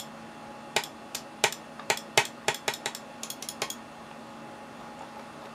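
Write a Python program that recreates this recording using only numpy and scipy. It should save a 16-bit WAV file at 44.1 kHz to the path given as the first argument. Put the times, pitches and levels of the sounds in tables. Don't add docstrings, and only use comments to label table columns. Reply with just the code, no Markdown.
import sys
import numpy as np
from scipy import signal
from scipy.fft import rfft, irfft
from scipy.io import wavfile
from scipy.ndimage import uniform_filter1d

SR = 44100
rng = np.random.default_rng(int(sys.argv[2]) if len(sys.argv) > 2 else 0)


def to_wav(s):
    ch = np.atleast_2d(s).T
    pcm = np.round(np.clip(ch, -1, 1) * 32767)
    wavfile.write(sys.argv[1], SR, pcm.astype(np.int16))


N = 244303
LEFT_FROM_S = 3.1

# frequency_hz, density_db
RIGHT_CONTACT = [(710, -25), (1200, -8), (2550, -5.5), (3690, -1.5), (4910, -6.5), (7430, -3.5),
                 (8750, -13.5), (10100, -12.5), (13500, -26), (15300, -41), (16300, -46)]


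def gain_of(db):
    return 10 ** (np.asarray(db) / 20)


def unit_rms(x):
    return x / np.sqrt(np.mean(x ** 2) + 1e-20)


def unit_peak(x):
    return x / abs(x).max()


def curve_at(points, hz):
    point_hz, value = np.transpose(points)
    return np.interp(np.log(hz + 1), np.log(point_hz + 1), value)


def add(mix, start_s, sound):
    at = round(start_s * SR)
    sound = sound[max(-at, 0):]
    part = mix[max(at, 0):][:len(sound)]
    part += sound[:len(part)]


def ring(modes, length_s, rise_s):
    t = np.arange(round(length_s * SR)) / SR
    hz, db, t60 = np.transpose(modes)[:, :, None]
    sines = gain_of(db - 60 * t / t60) * np.sin(2 * np.pi * hz * t)
    return unit_peak(sines.sum(0) * (1 - np.exp(-t / rise_s)))


def coloured_noise(spectrum, size):
    hz = np.fft.rfftfreq(size, 1 / SR)
    return unit_rms(irfft(rfft(rng.standard_normal(size)) * gain_of(curve_at(spectrum, hz)), size))


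def small_room(x, wet_db, thin_hz):
    # delay_s, level_db
    echoes = [(.0013, -11.5), (.0024, -6), (.0052, -15), (.0075, -21.5)]
    # frequency_hz, t60_s
    decay = [(250, .2), (660, .18), (1740, .18), (4590, .19), (12100, .14)]
    taps = np.zeros(SR // 2)
    at = np.arange(200, len(taps) - 16, 12)
    taps[at + rng.integers(0, 12, len(at))] = rng.choice([-1., 1.], len(at))
    hz, t, bands = signal.stft(taps, SR, nperseg=256)
    fade = gain_of(-60 * t / curve_at(decay, hz)[:, None])
    bass_loss = hz ** 2 / (hz ** 2 + thin_hz ** 2)
    tail = signal.istft(bands * fade * bass_loss[:, None], SR, nperseg=256)[1]
    tail *= 1 - np.exp(-np.arange(len(tail)) / SR / 0.0061)
    response = tail * gain_of(wet_db) / np.linalg.norm(tail)
    response[0] += 1
    for delay_s, db in echoes:
        add(response, delay_s, gain_of([db]))
    return signal.oaconvolve(x, response)[:len(x)]


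def fan_tone(hz, db, width_hz):
    hop = 64
    wander, drift = rng.standard_normal((2, N // hop + 2))
    phase = np.cumsum(wander) * np.sqrt(2 * np.pi * width_hz * hop / SR)
    drift_db = 1.67 * unit_rms(uniform_filter1d(drift, size=60))
    phase, drift_db = (np.interp(np.arange(N) / hop, np.arange(len(c)), c) for c in (phase, drift_db))
    return np.sqrt(2) * gain_of(db + drift_db) * np.sin(2 * np.pi * hz * np.arange(N) / SR + phase)


def fan_whine():
    # time_s, level_db
    levels = [(0.0, -56), (0.55, -50.5), (1.1, -54.5), (2.4, -55), (3.8, -57), (5.09, -50.5), (5.54, -55)]
    level_db = np.interp(np.arange(N) / SR, *np.transpose(levels))
    return fan_tone(hz=835, db=level_db, width_hz=3.34)


def fans():
    # frequency_hz, density_db
    air = [(18, -50), (30, 0.5), (98, -12.5), (158, -14.5), (190, -50), (222, -7.5), (517, -12), (559, -5),
           (605, -8.5), (852, -9.5), (922, -11.5), (1110, -11.5), (1980, -19.5), (9630, -36), (16300, -51)]
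    # pitch_hz, rms_db, width_hz
    hum = [(140.8, -61, 14.5), (163, -61, 10.1), (225.4, -52.5, 3.52), (255, -59, 9.76), (314.3, -61, 8.7),
           (556.3, -57.5, 6.48), (660, -63.5, 8.4), (1006, -78, 13), (1117, -62, 3.5), (1240, -63.5, 3.9),
           (1423, -66.5, 3.6), (1810, -78, 3.8), (1832, -65.5, 3.7), (2690, -64, 67.3), (3430, -69, 60),
           (4330, -73.5, 28.8), (4920, -77, 57.5), (6670, -77.5, 29), (9370, -75, 120)]
    frames, hz = N // 512 + 5, np.fft.rfftfreq(2048, 1 / SR)
    real, imag, patches = rng.standard_normal((frames, len(hz), 3)).T
    patches_db = unit_rms(uniform_filter1d(uniform_filter1d(patches, size=20, axis=0), size=6, axis=1))
    swell_db = .25 * unit_rms(uniform_filter1d(rng.standard_normal(frames), size=30))
    bands = (real + 1j * imag) * gain_of(curve_at(air, hz)[:, None] + patches_db + swell_db)
    rush = unit_rms(signal.istft(bands, nperseg=2048, noverlap=1536)[1][:N])
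    return gain_of(-47) * rush + sum(fan_tone(*row) for row in hum)


def skin_rustle():
    # peak_s, level_db
    slips = [(4.11, -64), (4.81, -51), (5.03, -50), (5.19, -48), (5.45, -47.5)]
    # frequency_hz, density_db
    friction = [(250, -30), (500, -3), (900, 4), (1800, -9.5), (4000, -14), (8000, -29), (13000, -34),
                (16000, -50)]
    fade_db_per_s = 155
    t = np.arange(N) / SR
    envelope = sum(gain_of(db - fade_db_per_s * abs(t - peak_s)) for peak_s, db in slips)
    grains = gain_of(4.1 * unit_rms(uniform_filter1d(rng.standard_normal(N), size=250)))
    return envelope * unit_rms(grains * coloured_noise(friction, N))


def knocks_and_flares():
    # start_s, level_db, pitch_hz, t60_s
    short_rings = [(1.795, -26, 1170, 0.02), (4.112, -32, 830, 0.011), (4.811, -37, 680, 0.046),
                   (5.008, -31.5, 830, 0.035), (5.034, -31, 810, 0.014), (5.167, -35, 845, 0.071),
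                   (5.201, -35.5, 890, 0.027), (5.444, -35, 584, 0.024)]
    # start_s, level_db, pitch_hz
    ticks = [(1.797, -33.5, 3620), (4.113, -37, 2620), (4.992, -43, 6860), (5.021, -49, 7060),
             (5.182, -52, 11800), (5.44, -54, 11600)]
    out = np.zeros(N)
    for start_s, db, hz, t60 in short_rings:
        modes = [(hz, 0, t60), (1.41 * hz, -5, t60 / 2), (0.77 * hz, -5, t60 / 2)]
        add(out, start_s, gain_of(db) * ring(modes, length_s=.08, rise_s=0.00023))
    for start_s, db, hz in ticks:
        modes = [(hz, 0, .006), (1.2 * hz, -4, .004), (.8 * hz, -5, .004)]
        add(out, start_s, gain_of(db) * ring(modes, length_s=.02, rise_s=0.00024))
    return small_room(out, wet_db=-5, thin_hz=300)


def desk_ring():
    # pitch_hz, level_db, t60_s
    desk_modes = [(126, -3, .07), (143, -11, .15), (404, -4, .13), (445, -14, .13), (520, -16, .1),
                  (625, -13, .13), (657, -8, .14), (745, -13, .14), (823, -5.5, .19), (897, -6.5, .18),
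                  (990, -12, .12), (1090, -20, .15), (1335, -14, .15), (1518, -7, .11), (1650, -9, .07),
                  (1773, -11, .17), (1835, -13, .2), (1904, -9, .2), (2020, -10, .1), (2150, -2, .1),
                  (2299, -5, .16), (2428, -9, .16), (2523, -12, .18), (2570, -12, .18), (2741, -9, .13),
                  (2925, -12, .11), (3025, -13, .12), (3355, -11, .13), (3467, -10, .14)]
    struck = np.array(desk_modes)
    struck[:, 1] += 1.2 * rng.standard_normal(len(struck))
    return ring(struck, length_s=.4, rise_s=0.0051)


def late_ring():
    t = np.arange(2600) / SR
    hz = 815 + 175 * (1 - np.exp(-t / 0.015))
    return unit_peak(np.sin(2 * np.pi * np.cumsum(hz) / SR) * t * np.exp(-t / 0.0078))


def shell_thump(left, pitch_factor):
    # pitch_hz, level_db, t60_s
    right_shell = [(459, -5, 0.016), (620, 5, 0.012), (825, -1.5, 0.012), (1466, -3.5, 0.015),
                   (1920, 5, 0.0088), (2293, -0.5, 0.015), (2790, -0.5, 0.0092), (3372, -8.5, 0.018),
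                   (4200, -13, 0.015)]
    left_shell = [(466, -5.5, 0.022), (588, 1.5, 0.026), (814, -6.5, 0.027), (1120, -1, 0.035),
                  (2100, -8, 0.0099), (2326, 1.5, .016), (3370, -10.5, 0.043), (4450, -8, 0.015)]
    bounce_s, bounce_db = .0047, -1.5
    modes = [(hz * pitch_factor, db, t60) for hz, db, t60 in (left_shell if left else right_shell)]
    thump = ring(modes, length_s=.1, rise_s=0.00063)
    add(thump, bounce_s, gain_of(bounce_db) * thump)
    return thump


def fingertip():
    swell = np.sin(np.pi * np.arange(256) / 256)
    return unit_peak(coloured_noise(RIGHT_CONTACT, 256) * swell)


def plastic_crack(left, rise_s):
    # frequency_hz, density_db
    left_contact = [(1470, -28), (2500, -3.5), (4500, -1), (5970, -0.5), (7100, -1.5), (8710, -10.5),
                    (10300, -2), (11800, -15), (13800, -33), (16300, -45)]
    colour_db = curve_at(left_contact if left else RIGHT_CONTACT, np.fft.rfftfreq(512, 1 / SR))
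    age = np.arange(512) / SR / rise_s
    burst = rfft(rng.standard_normal(512) * age ** 2 * np.exp(-age))
    spectrum = burst / abs(burst) ** 1.6 * gain_of(colour_db)
    return unit_peak(irfft(spectrum) * (1 - np.exp(-age)) * np.exp(-age / 6))


def spring_snap(left, damping, build_cycles):
    # pitch_hz, base_width_hz, spectral_peak_db
    right_spring = [(3430, 210, 0), (4300, 300, -11), (5260, 330, -3), (6000, 150, -11), (7245, 170, -3),
                    (8370, 220, -10), (10310, 170, -11), (11600, 200, -13), (12400, 400, -18),
                    (13650, 280, -13.5), (14850, 300, -24)]
    left_spring = [(1940, 200, -16), (3325, 130, 1), (4250, 300, -11), (5250, 170, -3), (6670, 180, 0),
                   (7050, 250, -8), (8750, 400, -10), (10080, 320, -7), (11900, 150, -10), (13550, 280, -7),
                   (14900, 180, -18)]
    modes = left_spring if left else right_spring
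    t = np.arange(3072) / SR
    hz, width, db = np.transpose(modes)[:, :, None]
    detune, louder, phase = rng.standard_normal((len(modes), 3)).T[:, :, None]
    strength = width * gain_of(db + 1.8 * louder)
    build = (1 - np.exp(-t * hz / build_cycles)) ** 2
    fade = np.exp(-np.pi * width * damping * t)
    sines = np.sin(2 * np.pi * hz * (1 + .003 * detune) * t + 9 * phase)
    return unit_peak((strength * build * fade * sines).sum(0))


def switch_click(left, crack_db, spring_db, damping, build_cycles, rise_s):
    out = np.zeros(4096)
    add(out, 0, gain_of(crack_db) * plastic_crack(left, rise_s))
    add(out, 0, gain_of(spring_db) * spring_snap(left, damping, build_cycles))
    return out


def mouse():
    # start_s, click_db, thump_db, shell_pitch_factor
    presses = [(0.763, -13.5, -14, 1.04), (1.1473, -20, -33.5, 1.05), (1.4387, -8, -11, 1.03),
               (1.9, -11.5, -13, 1.02), (2.175, -8, -8.5, 1.07), (2.4816, -12, -13.5, 1),
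               (2.6792, -15, -16.5, 1.01), (2.858, -16, -21.5, 0.995), (3.2328, -18, -36, 1),
               (3.424, -19.5, -37, 0.93), (3.6183, -16, -19.5, 0.96)]
    # start_s, click_db
    releases = [(-0.0032, -19.5), (0.8368, -20), (1.1514, -17.5), (1.5239, -19), (1.9728, -19.5),
                (2.2522, -19), (2.5447, -19.5), (2.7373, -19.5), (2.9487, -20.5), (3.3019, -18.5),
                (3.487, -18), (3.7017, -18)]
    touch_db, desk_db, late_db = -28.5, -7.5, -8
    lead = SR // 10
    downs, ups, thumps, desk = np.zeros((4, N + lead))
    for start_s, click_db, thump_db, pitch_factor in presses:
        left = start_s > LEFT_FROM_S
        at_s = start_s + lead / SR
        click = switch_click(left, crack_db=-0.48, spring_db=-8, damping=4.5,
                             build_cycles=1.5, rise_s=.0007)
        add(downs, at_s, gain_of(click_db) * click)
        add(downs, at_s - .0045, gain_of(click_db + touch_db) * fingertip())
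        add(thumps, at_s + .0008, gain_of(thump_db) * shell_thump(left, pitch_factor))
        add(desk, at_s + .001012, gain_of(thump_db + desk_db) * desk_ring())
        if not left:
            add(desk, at_s + .01, gain_of(thump_db + desk_db + late_db) * late_ring())
    for start_s, click_db in releases:
        left = start_s > LEFT_FROM_S
        click = switch_click(left, crack_db=-8, spring_db=-0.3, damping=0.87,
                             build_cycles=2, rise_s=.0011)
        add(ups, start_s + lead / SR, gain_of(click_db) * click)
    downs = small_room(downs, wet_db=-5, thin_hz=270)
    ups = small_room(ups, wet_db=-6, thin_hz=300)
    thumps = small_room(thumps, wet_db=-6, thin_hz=600)
    return (downs + ups + thumps + desk)[lead:]


def scene():
    whine = fan_whine()
    return (mouse() + knocks_and_flares() + skin_rustle() + fans() + whine)[None]


def record(dry):
    bass_cut_hz, treble_cut_hz, band_limit_hz = 118, 15300, 16400
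    thin = signal.sosfilt(signal.butter(2, bass_cut_hz, "high", fs=SR, output="sos"), dry)
    soft = signal.sosfilt(signal.butter(6, treble_cut_hz, fs=SR, output="sos"), thin)
    band_limit = signal.firwin(511, band_limit_hz, window=("kaiser", 9), fs=SR)
    return signal.oaconvolve(soft, band_limit[None], "same")


dry = scene()
out = record(dry)
to_wav(out)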